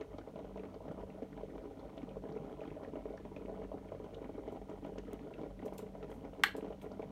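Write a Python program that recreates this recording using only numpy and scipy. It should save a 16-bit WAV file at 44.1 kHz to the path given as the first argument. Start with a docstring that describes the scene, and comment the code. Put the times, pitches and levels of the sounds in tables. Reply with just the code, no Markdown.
"""Water at a rolling boil in a plastic electric kettle, with one microphone close by in a small room. Big steam
bubbles are two-mode swings ringing the hollow jug; small bubbles and spray are clouds of tiny resonances, drops
are short noise bands. A few ticks sound as filtered noise bursts, most from the plastic, one a dry tap close
by; then the handle switch snaps off: ringing shell modes, a crack and chatter, while the water bubbles on.
Behind lie decaying room reflections, a faint motor hum of steady and fluttering tones, and coloured noise for
air and hiss."""
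import sys
import numpy as np
from scipy import signal
from scipy.fft import rfft, irfft
from scipy.io import wavfile
from scipy.ndimage import uniform_filter1d

SR = 44100
rng = np.random.default_rng(int(sys.argv[2]) if len(sys.argv) > 2 else 0)


def master_out(mix):
    """Clip the mix to full scale and print it as 16-bit PCM to the path in sys.argv[1]."""
    frames = np.transpose(np.atleast_2d(mix))
    ceiling = np.clip(frames, -1, 1)
    pcm = np.round(ceiling * 32767).astype(np.int16)
    wavfile.write(sys.argv[1], SR, pcm)


N = 313551
TIME = np.arange(N) / SR
SHORT = TIME[:SR // 4]  # a quarter second for single events

# Big steam bubbles breaking the surface. Each row: start in seconds, peak level in dB, pitch in Hz,
# wetness in dB relative to the bubble (sets its burst and its surge of spray).
BIG_BUBBLES = [(0.01, -35, 397, -9), (0.184, -32.5, 346, -19), (0.273, -38, 464, -25),
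               (0.358, -39.5, 656, -19), (0.389, -37.5, 606, -20), (0.408, -42, 410, -35),
               (0.444, -38.5, 442, -21), (0.557, -38, 428, -21), (0.572, -38.5, 580, -13),
               (0.596, -38, 426, -23), (0.634, -36, 426, -15.5), (0.655, -39, 370, -19),
               (0.741, -40, 590, -14), (0.761, -39.5, 430, -29), (0.804, -40.5, 575, -35),
               (0.854, -39, 580, -25), (0.88, -36, 454, -18), (0.912, -36, 358, -16.5),
               (1.007, -42, 440, -14), (1.031, -40.0, 420, -23), (1.221, -32, 450, -22),
               (1.409, -41, 410, -17), (1.432, -36.5, 480, -20), (1.52, -40.0, 334, -28),
               (1.553, -36.5, 334, -22), (1.579, -37.5, 440, -18), (1.639, -41, 447, -32),
               (1.655, -36, 360, -29), (1.709, -39, 430, -24), (1.828, -40, 510, -36),
               (1.975, -37.5, 615, -17), (2.029, -38, 290, -13), (2.168, -35.5, 425, -27),
               (2.238, -36, 446, -28), (2.253, -36.5, 453, -32), (2.29, -37, 380, -15),
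               (2.315, -34.5, 304, -27), (2.341, -42, 474, -20), (2.362, -35, 420, -20),
               (2.445, -39.5, 483, -18), (2.526, -37, 436, -19), (2.592, -41, 400, -20),
               (2.614, -36.5, 564, -16), (2.631, -39.5, 318, -16), (2.651, -36.5, 308, -18),
               (2.676, -35.5, 306, -17), (2.714, -39, 388, -25), (2.766, -38.5, 576, -30),
               (2.832, -37, 476, -16), (2.874, -37, 457, -22), (2.933, -37.5, 454, -19),
               (2.955, -34.5, 580, -21), (2.968, -34, 370, -33), (2.983, -45, 583, -30),
               (3.055, -32, 498, -29), (3.077, -41, 410, -28), (3.104, -36.5, 357, -38),
               (3.137, -37, 624, -23), (3.25, -35, 345, -19), (3.316, -38, 390, -31),
               (3.363, -38.5, 546, -13), (3.383, -43, 404, -33), (3.449, -35, 377, -27),
               (3.482, -34.5, 530, -30), (3.494, -36.5, 422, -36), (3.524, -39.5, 454, -22),
               (3.588, -40, 450, -31), (3.615, -34.5, 413, -27), (3.632, -41, 410, -17),
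               (3.647, -39, 390, -25), (3.716, -35, 580, -28), (3.741, -34.5, 374, -40),
               (3.772, -38, 448, -24), (3.918, -32.5, 570, -24), (3.947, -37, 520, -17),
               (3.999, -39, 490, -22), (4.041, -36, 417, -17.5), (4.135, -40.5, 420, -16),
               (4.166, -38.0, 494, -30), (4.181, -41, 420, -29), (4.216, -35.5, 473, -24),
               (4.24, -38.5, 444, -16), (4.256, -36.0, 406, -36), (4.293, -35, 407, -36),
               (4.379, -36, 466, -33), (4.395, -43.5, 413, -27), (4.476, -34, 416, -18.5),
               (4.523, -36, 366, -28), (4.614, -39.5, 410, -19.5), (4.692, -40.0, 366, -16),
               (4.714, -37, 384, -20.5), (4.847, -38, 570, -15), (4.87, -39.5, 412, -20),
               (4.89, -37.5, 412, -24), (4.92, -39, 350, -27), (4.957, -38.5, 547, -33),
               (4.98, -35, 437, -12.5), (5.129, -36.0, 420, -15), (5.262, -39.5, 426, -27),
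               (5.382, -38.5, 380, -18), (5.413, -33.5, 330, -19.5), (5.432, -34, 317, -22),
               (5.46, -35, 520, -26), (5.598, -36.5, 340, -30), (5.647, -35.5, 464, -28),
               (5.661, -32, 493, -26), (5.681, -37.5, 570, -21), (5.723, -35.5, 376, -21),
               (5.789, -37, 487, -11.5), (5.829, -36, 420, -35), (5.86, -41.5, 390, -21),
               (5.95, -39, 615, -17.5), (5.98, -42.5, 465, -35), (6.027, -39, 428, -11),
               (6.044, -38.5, 410, -16), (6.096, -41.5, 460, -14), (6.114, -36, 500, -15.5),
               (6.249, -36.0, 485, -21), (6.394, -38, 400, -15), (6.549, -33.0, 447, -28),
               (6.581, -33.5, 400, -24), (6.625, -35.5, 350, -17.5), (6.644, -37.5, 443, -21),
               (6.68, -40.0, 397, -17), (6.704, -34, 468, -24), (6.722, -41, 630, -15),
               (6.842, -36.5, 420, -18), (6.861, -35, 414, -27), (6.914, -39, 534, -21),
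               (6.994, -33, 436, -23), (7.027, -34, 450, -21)]
# Large pockets of steam deep in the jug. Each row: start in seconds, peak level in dB before a common lift,
# starting pitch in Hz.
DEEP_GULPS = [(0.129, -54, 147), (0.352, -47, 184), (0.9, -43, 175), (1.221, -37.5, 265), (2.027, -45, 253),
              (2.297, -46, 156), (2.4, -45.5, 150), (2.711, -45, 148), (4.708, -52, 188),
              (6.16, -48.5, 218), (6.679, -49, 204)]
# Resonances of the jug, its water and the air above. Each row: frequency in Hz,
# width in Hz (a twentieth of the frequency at least), gain in dB.
JUG_MODES = [(169.4, 18, -7), (231, 9.4, -10.5), (284.2, 28, -2), (327.7, 14, 2), (398.4, 54, -5),
             (440, 20, -15.5), (453, 320, -7.5), (538.5, 26, -4), (616, 52, -10.5), (767, 77, -11.5),
             (943, 114, -10.5)]
# Vigour of the boil, the reference for the water between big bubbles. 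Each row: time in seconds, level in dB.
BOIL_VIGOUR = [(0.0, -47.5), (0.53, -52.5), (0.9, -51), (1.2, -50.5), (1.9, -50.5), (2.35, -49),
               (2.8, -50.5), (3.05, -48.5), (3.3, -52), (3.62, -48.5), (3.85, -51), (4.18, -50),
               (4.67, -48), (5.31, -49), (5.7, -51), (6.0, -51.5), (6.36, -50), (6.66, -47), (7.11, -51)]
# Moments when the water rests. Each row: deepest point in seconds, half length in seconds.
BOIL_LULLS = [(0.075, 0.044), (0.321, 0.012), (0.793, 0.028), (1.053, 0.015), (1.294, 0.017),
              (1.475, 0.0065), (1.911, 0.0043), (2.206, 0.012), (2.911, 0.0077), (3.677, 0.017),
              (4.641, 0.047), (4.806, 0.014), (5.018, 0.018), (5.546, 0.029), (6.517, 0.025),
              (6.773, 0.058)]
# Colour of spray coming out through the spout. Each row: frequency in Hz, relative level in dB per Hz.
SPOUT_COLOUR = [(650, -24), (1100, -17.5), (1190, -0.5), (1410, -1), (1650, -11.5), (1810, -7.5),
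                (2240, -5), (2640, -13), (3060, -7.5), (3860, -16), (4900, -17), (5300, -12.5), (7000, -13),
                (9100, -66), (15400, -120)]
# Drops thrown against the wall. Each row: start in seconds, peak level in dB, pitch in Hz.
WALL_DROPS = [(0.182, -56.5, 4430), (0.184, -54, 2550), (0.21, -54.5, 1430), (0.358, -56.0, 2880),
              (0.574, -55, 2430), (0.595, -51.5, 2160), (0.635, -59, 1940), (0.652, -53, 2190),
              (0.743, -61, 4400), (0.886, -54.5, 1480), (0.919, -67, 9000), (1.101, -54, 2200),
              (1.227, -56, 1870), (1.328, -53, 1560), (1.579, -53, 1660), (1.794, -59, 4000),
              (1.971, -62, 5400), (1.979, -52, 3100), (2.018, -55, 2090), (2.091, -54.5, 2700),
              (2.253, -57, 1500), (2.287, -56, 2400), (2.322, -60, 4600), (2.374, -55.5, 2300),
              (2.606, -50, 2200), (2.637, -54.5, 1800), (2.652, -58, 2620), (2.703, -53.5, 1960),
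              (2.847, -49, 1720), (2.954, -59.5, 2370), (3.055, -56, 2150), (3.173, -59, 5000),
              (3.176, -47, 1700), (3.363, -47.5, 2270), (3.458, -54.5, 2300), (3.491, -57, 1650),
              (3.619, -53, 1780), (3.644, -54, 1930), (3.78, -56.5, 1640), (3.887, -55, 2080),
              (4.04, -58, 2220), (4.145, -50, 3070), (4.244, -48.5, 2030), (4.467, -60, 1650),
              (4.697, -61, 5950), (4.698, -58, 2200), (4.846, -53.5, 2560), (4.983, -50, 5600),
              (4.984, -48, 2800), (5.08, -54, 1600), (5.115, -56, 2200), (5.192, -52, 2200),
              (5.308, -59, 1500), (5.338, -50, 2300), (5.592, -51.5, 2050), (5.68, -54.0, 2400),
              (6.029, -55, 2220), (6.042, -56, 2070), (6.117, -60, 2150), (6.335, -56, 2730),
              (6.608, -53.5, 2360), (6.722, -59, 1900), (6.815, -52.5, 2840), (6.854, -56, 2050),
              (6.918, -57.5, 4650), (7.02, -50, 2010)]
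# Ticks, most of them from the plastic, one (at 5.13 s) a dry tap close by. Each row: start in seconds, peak
# level in dB, decay t60 in seconds, lowest frequency in Hz, feed to the room in dB relative to the tick.
TICKS = [(4.521, -60, 0.079, 3980, -4), (4.862, -66, .05, 7000, -8), (5.1322, -47, 0.01, 6000, -20),
         (5.655, -54, 0.064, 4000, -8), (5.734, -60, .03, 4500, 2), (5.778, -51, .015, 4000, -13),
         (5.781, -42, 0.039, 3600, -6), (6.103, -63, 0.06, 5000, 2), (6.137, -65, 0.12, 5000, -2),
         (6.566, -47, 0.069, 4060, -6), (6.817, -56, 0.096, 2980, -7)]
# Bright crack of plastic on plastic. Each row: frequency in Hz, relative level in dB per Hz.
CRACK_COLOUR = [(2500, 17.5), (4500, -5), (6500, 1), (9000, 1), (10500, -2.5), (12800, -4), (14500, -1),
                (16000, -13.5)]
# The switch lets go, hits its stop and bounces. Each row: time in seconds, strength in dB.
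SNAP_CONTACTS = [(6.436, -30), (6.4366, -0.5), (6.439, -26)]
# Modes of the handle and shell. Each row: frequency in Hz, level in dB, decay t60 in seconds.
SHELL_MODES = [(830, -19.5, 0.012), (950, -40, 0.016), (1140, -20.5, 0.019), (1594, -14, 0.016),
               (1760, -17, 0.018), (2040, -14, 0.011), (2490, -37, 0.0095), (3070, -18, 0.012),
               (3690, -29.5, 0.0092), (4260, -27, 0.013), (5500, -29, 0.0079), (6240, -33, 0.0088),
               (7660, -28.5, 0.017), (9040, -31, 0.016)]
# Where the shell's modes cancel: frequency in Hz, width in Hz.
SHELL_NULL = (1300, 80)
# Loose parts and the spring after the snap. Each row: frequency in Hz, width in Hz of each of two
# resonator passes, peak level in dB, decay t60 in seconds.
LOOSE_PARTS = [(1590, 450, -34, 0.31), (2080, 320, -39, 0.15), (3160, 530, -43, 0.18),
               (4180, 440, -40.5, 0.16), (7400, 6000, -48, 0.16), (12900, 900, -48, 0.12)]
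# Returns of the snap from nearby walls. Each row: delay in seconds, level in dB.
WALL_ECHOES = [(0.0215, -23), (0.046, -26)]
# Decay of the room. Each row: frequency in Hz, t60 in seconds.
ROOM_DECAY = [(200, 0.077), (1500, 0.18), (4000, 0.26), (12000, 0.17)]
# Colour of the reflections. Each row: frequency in Hz, relative level in dB.
WALL_COLOUR = [(300, 5.5), (1500, -2), (4200, -4.5), (5500, -7.5), (10500, -2.5), (13000, 0.5), (15000, -7)]
# Low harmonics of the motor. Each row: frequency in Hz, rms level in dB, fluttering share of the power 0-1.
HUM_HARMONICS = [(48.8, -63, 0.5), (97, -65, 1), (146.7, -64.5, 0.67)]
# Swelling and fading of the hum's clearest line. Each row: time in seconds, rms level in dB.
HUM_LINE_SWELL = [(0.1, -76), (0.58, -52), (0.87, -67), (1.05, -56.5), (1.55, -59.5), (1.75, -72),
                  (2.1, -56), (2.42, -56), (2.7, -69), (3.25, -57.5), (3.62, -55.5), (4.1, -65.5),
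                  (5.05, -56.5), (5.33, -68), (5.62, -54.5), (5.92, -55.5), (6.15, -63), (6.95, -55.5)]
# Still air of the room and microphone hiss. Each row: frequency in Hz, relative level in dB per Hz.
AIR_COLOUR = [(25, -27), (35, -31), (43, 6), (52, 5.5), (62, -1.5), (75, -2), (115, -9), (170, -4),
              (500, -29.5), (1200, -32.5), (3000, -34), (4900, -38.5), (6200, -38.5), (9000, -41.5),
              (10400, -44), (12000, -45), (16000, -48)]
# Narrow dips in the microphone's response. Each row: frequency in Hz, width in Hz, depth 0-1.
MICROPHONE_DIPS = [(4900, 300, 0.3), (7580, 1300, 0.29), (10460, 420, 0.6)]

# Each big bubble comes with a surge of small ones, which swells quickly and settles.
SURGE_LEAD_S, SURGE_ATTACK_S, SURGE_HOLD_S = 0.0024, 0.0023, 0.0087
CHURN_SETTLES_T60_S, SPRAY_SETTLES_T60_S = 0.041, 0.063
CHURN_SURGE_DB, SPRAY_SURGE_DB = -15, -12  # relative to the bubble, and to bubble plus wetness
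CHURN_BASE_DB, SPRAY_BASE_DB = -2.5, -22  # between surges, relative to the vigour
GUSHES_PER_S, GUSH_DB = 24, 2  # chance swells of the small bubbles
LULL_DB = -7.5
HUM_LINE_HZ = 193.3
AIR_DB = -58.5  # rms
CUTOFF_HZ = 15750


def from_db(db):
    """Decibels to gain."""
    return 10 ** (np.asarray(db) / 20)


def rms_one(x):
    """Scale to unit rms."""
    return x / np.sqrt(np.mean(x ** 2) + 1e-20)


def peak_one(x):
    """Scale to unit peak."""
    return x / np.max(np.abs(x))


def at_hz(points, hz):
    """Read a curve on a log-frequency axis."""
    table_hz, values = np.transpose(points)
    return np.interp(np.log(hz + 1e-9), np.log(table_hz), values)


def coloured(x, spectrum):
    """Shape a sound with a spectrum in dB."""
    hz = np.fft.rfftfreq(len(x), 1 / SR)
    return irfft(rfft(x) * from_db(at_hz(spectrum, hz)), len(x))


def drift(swells_per_s):
    """Random wander of unit rms, with two knots per swell."""
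    knots = rng.standard_normal(4096)
    return rms_one(np.interp(TIME * swells_per_s * 2, np.arange(len(knots)), knots))


def grit(grain_per_s, grain_db):
    """Uneven gain for a short event, wandering between random levels."""
    levels = rng.standard_normal(512)
    return from_db(grain_db * np.interp(SHORT * grain_per_s, np.arange(512), levels))


def passed(x, hz, kind, order=2):
    """Butterworth filter."""
    return signal.sosfilt(signal.butter(order, hz, kind, fs=SR, output="sos"), x + 1e-18)


def resonate(x, hz, width_hz):
    """One resonance with gain 1 on top."""
    r = np.exp(-np.pi * width_hz / SR)
    feed = np.array([1, 0, -1]) * (1 - r * r) / 2
    feedback = [1, -2 * r * np.cos(2 * np.pi * hz / SR), r * r]
    return signal.lfilter(feed, feedback, x + 1e-18)


def dying(t60):
    """A quarter second of exponential decay."""
    return from_db(-60 * SHORT / t60)


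def add(track, s, sound):
    """Mix a sound into a track at a time in seconds."""
    start = max(round(s * SR), 0)
    track[start:start + len(sound)] += sound[:N - start]


def grains(per_s, spread_db):
    """Random clicks of uneven size and either sign."""
    sizes = from_db(spread_db * np.minimum(rng.exponential(1, N), 3))
    signs = rng.choice([-1, 1], N)
    return sizes * signs * (rng.random(N) < per_s / SR)


def evened(x, seconds):
    """Hold the slow level at 1 and keep the fine grain."""
    power = uniform_filter1d(x ** 2, max(int(seconds * SR), 2))
    return x / np.sqrt(np.abs(power) + 1e-12)


def jug(x):
    """The hollow jug rings with whatever the water does; its lid holds back the treble."""
    rung = sum(from_db(db) * resonate(x, hz, max(width_hz, hz / 20)) for hz, width_hz, db in JUG_MODES)
    return passed(passed(rung, 950, "low", order=4), 120, "high")


def big_bubbles(swell_s=0.002, t60=0.016, slap=0.36, overtone=0.24, overtone_ratio=1.417,
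                burst_t60=0.035, burst_db=-5, burst_top_hz=4200, burst_attack_s=0.00053, burst_delay_s=0.001038):
    """A large bubble swings in two modes, rising in pitch as it surfaces, slaps the water and bursts."""
    out = np.zeros(N)
    for s, db, hz, wet_db in BIG_BUBBLES:
        phase = 2 * np.pi * hz * SHORT * (1 + 5 * SHORT)  # the squared time raises the pitch
        swing = np.sin(phase) + overtone * np.sin(overtone_ratio * phase)
        swing += slap * rms_one(passed(rng.standard_normal(len(SHORT)), [500, 1200], "band"))
        swing *= np.minimum(SHORT / swell_s, 1) * dying(t60)
        add(out, s, from_db(db) * peak_one(jug(swing)))
        burst = coloured(rng.standard_normal(len(SHORT)), SPOUT_COLOUR)
        burst = passed(burst, burst_top_hz, "low") * dying(burst_t60)
        burst *= np.minimum(SHORT / burst_attack_s, 1)
        add(out, s + burst_delay_s, from_db(db + wet_db + burst_db) * peak_one(burst))
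    return out


def gulps(swell_s=0.0051, t60=0.06, lift_db=2):
    """A deep pocket of steam swells into a rounded low note, rises slightly and dies away."""
    out = np.zeros(N)
    for s, db, hz in DEEP_GULPS:
        note = np.sin(2 * np.pi * hz * SHORT * (1 + 0.65 * SHORT))
        note *= np.minimum(SHORT / swell_s, 1) * dying(t60)
        add(out, s, from_db(db + lift_db) * peak_one(note))
    return out


def surge(t60):
    """Attack, hold and release of the water stirred by one big bubble."""
    settling_s = np.maximum(SHORT - SURGE_ATTACK_S - SURGE_HOLD_S, 0)
    return np.minimum(SHORT / SURGE_ATTACK_S, 1) * from_db(-60 * settling_s / t60)


def agitation():
    """Levels in dB of churn and spray: a restless boil with lulls, plus a surge for each big bubble."""
    resting = sum(np.exp(-((TIME - s) / half_s) ** 4) for s, half_s in BOIL_LULLS)
    boil_db = np.interp(TIME, *np.transpose(BOIL_VIGOUR))
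    boil_db = boil_db + GUSH_DB * drift(GUSHES_PER_S) + LULL_DB * resting
    # surges and boil add as powers
    churn_power = from_db(boil_db + CHURN_BASE_DB) ** 2
    spray_power = from_db(boil_db + SPRAY_BASE_DB) ** 2
    churn_surge, spray_surge = surge(CHURN_SETTLES_T60_S), surge(SPRAY_SETTLES_T60_S)
    for s, db, _, wet_db in BIG_BUBBLES:
        add(churn_power, s - SURGE_LEAD_S, (from_db(db + CHURN_SURGE_DB) * churn_surge) ** 2)
        add(spray_power, s - SURGE_LEAD_S, (from_db(db + wet_db + SPRAY_SURGE_DB) * spray_surge) ** 2)
    return 10 * np.log10(churn_power), 10 * np.log10(spray_power)


def churn(churn_db, per_s=380, spread_db=2.5, cycles=4.87, clump_db=1.0, tilt=0.73):
    """Many small bubbles ring for a few cycles at the surface; like sizes come in clumps."""
    pitches = np.geomspace(190, 1100, 14)
    flops = np.zeros(N)
    for hz in pitches:
        bubbles = grains(per_s / len(pitches), spread_db) * from_db(clump_db * drift(9))
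        flops += resonate(bubbles, hz, hz / cycles) / hz ** tilt
    return from_db(churn_db) * evened(jug(flops), seconds=0.05)


def spray(spray_db, per_s=1000, spread_db=1.5, cycles=9, clump_db=3.5, top_hz=4200):
    """Films of water tear into tiny pitched bubbles, in clumps of like size."""
    pitches = np.geomspace(1150, 5000, 22)
    fizz = np.zeros(N)
    for hz in pitches:
        bubbles = grains(per_s / len(pitches), spread_db) * from_db(clump_db * drift(12))
        fizz += resonate(bubbles, hz, hz / cycles) / np.sqrt(hz)
    fizz = passed(coloured(fizz, SPOUT_COLOUR), top_hz, "low")
    return from_db(spray_db) * evened(fizz, seconds=0.13)


def drops(t60=0.027, spread=1.22):
    """Each drop spatters briefly in a noise band around a pitch of its own."""
    out = np.zeros(N)
    for s, db, hz in WALL_DROPS:
        spatter = rng.standard_normal(len(SHORT)) * dying(t60)
        spatter = passed(spatter, [hz / spread, hz * spread], "band")
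        add(out, s, from_db(db) * peak_one(spatter))
    return out


def crack(t60):
    """A bright burst from a hard plastic contact."""
    return peak_one(coloured(rng.standard_normal(len(SHORT)), CRACK_COLOUR) * dying(t60))


def switch(crack_db=-16, crack_t60=0.02, lowest_hz=760, shell_top_hz=7000, rattle_db=-23, rattle_t60=0.027):
    """The sprung lever strikes the handle, the shell rings and its loose parts rattle briefly."""
    shell = np.zeros(len(SHORT))
    for k, (hz, db, t60) in enumerate(SHELL_MODES):
        sign = (-1) ** k  # neighbouring modes start in opposite directions
        shell += sign * from_db(db) * dying(t60) * np.sin(2 * np.pi * hz * SHORT)
    shell = passed(shell, shell_top_hz, "low")
    out = np.zeros(N)
    for s, db in SNAP_CONTACTS:
        add(out, s, from_db(db) * shell)
    add(out, SNAP_CONTACTS[0][0], from_db(crack_db) * crack(crack_t60))  # the contact itself
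    rattle = passed(rng.standard_normal(len(SHORT)), [1300, 3200], "band") * dying(rattle_t60)
    add(out, SNAP_CONTACTS[-1][0], from_db(rattle_db) * peak_one(rattle))
    return passed(out - resonate(out, *SHELL_NULL), lowest_hz, "high", order=8)


def chatter(grain_per_s=350, grain_db=4):
    """Loose parts buzz unevenly in a few broad resonances and die away."""
    out = np.zeros(N)
    for hz, width_hz, db, t60 in LOOSE_PARTS:
        buzz = grit(grain_per_s, grain_db) * rng.standard_normal(len(SHORT)) * dying(t60)
        buzz = resonate(resonate(buzz, hz, width_hz), hz, width_hz)
        add(out, SNAP_CONTACTS[-1][0], from_db(db) * peak_one(buzz))
    return out


def ticks(grain_per_s=900, grain_db=4):
    """Light, gritty ticks, treble only, most from the plastic and one dry and close: the direct sound and what
    goes out into the room."""
    direct, to_room = np.zeros(N), np.zeros(N)
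    for s, db, t60, low_hz, room_db in TICKS:
        tick = grit(grain_per_s, grain_db) * crack(t60)
        tick = from_db(db) * peak_one(passed(tick, low_hz, "high", order=4))
        add(direct, s, tick)
        add(to_room, s, from_db(room_db) * tick)
    return direct, to_room


def echoes(x, top_hz=4500):
    """Distinct, duller returns from nearby walls."""
    out = np.zeros(N)
    for delay_s, db in WALL_ECHOES:
        add(out, delay_s, from_db(db) * x)
    return passed(out, top_hz, "low")


def room(x, first_wall_s=0.0035):
    """Diffuse reflections arrive from the nearest wall on; each band dies at its own rate."""
    t = TIME[:SR // 2]
    edges = np.geomspace(100, 16000, 9)
    tail = np.zeros(len(t))
    for low_hz, high_hz in zip(edges, edges[1:]):
        t60 = at_hz(ROOM_DECAY, np.sqrt(low_hz * high_hz))
        tail += passed(rng.standard_normal(len(t)), [low_hz, high_hz], "band") * from_db(-60 * t / t60)
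    tail = coloured(tail, WALL_COLOUR) * (t > first_wall_s)
    return signal.fftconvolve(x, tail / np.sqrt(np.sum(tail ** 2)))[:N]


def hum(pass_width_hz=8):
    """Low motor harmonics, part steady tone, part slow flutter; a clean line swells and fades above."""
    line_db = np.interp(TIME, *np.transpose(HUM_LINE_SWELL))
    out = np.sqrt(2) * from_db(line_db) * np.sin(2 * np.pi * HUM_LINE_HZ * TIME)
    for hz, db, share in HUM_HARMONICS:
        flutter = resonate(rng.standard_normal(N), hz, pass_width_hz)
        flutter = rms_one(resonate(flutter, hz, pass_width_hz))
        steady = np.sqrt(2) * np.sin(2 * np.pi * hz * TIME)
        out += from_db(db) * (np.sqrt(1 - share) * steady + np.sqrt(share) * flutter)
    return out


def still_air():
    """Noise with the colour of still room air and microphone hiss."""
    return from_db(AIR_DB) * rms_one(coloured(rng.standard_normal(N), AIR_COLOUR))


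def scene(water_room_db=-11.5, switch_room_db=-12.5):
    """Kettle, room and background at one microphone."""
    churn_db, spray_db = agitation()
    water = churn(churn_db) + big_bubbles() + gulps() + spray(spray_db) + drops()
    snap = switch() + chatter()
    ticking, ticks_to_room = ticks()
    to_room = from_db(water_room_db) * water + from_db(switch_room_db) * snap + ticks_to_room
    reflections = room(to_room)
    air = still_air()
    mix = water + snap + echoes(snap) + ticking + reflections + hum() + air
    return mix[None]


def record(dry):
    """The microphone cuts a few narrow dips; the top is cut steeply."""
    for hz, width_hz, depth in MICROPHONE_DIPS:
        dry = dry - depth * resonate(dry, hz, width_hz)
    steep_top = signal.ellip(10, 0.1, 70, CUTOFF_HZ, fs=SR, output="sos")
    return signal.sosfilt(steep_top, dry)


dry = scene()
out = record(dry)
master_out(out)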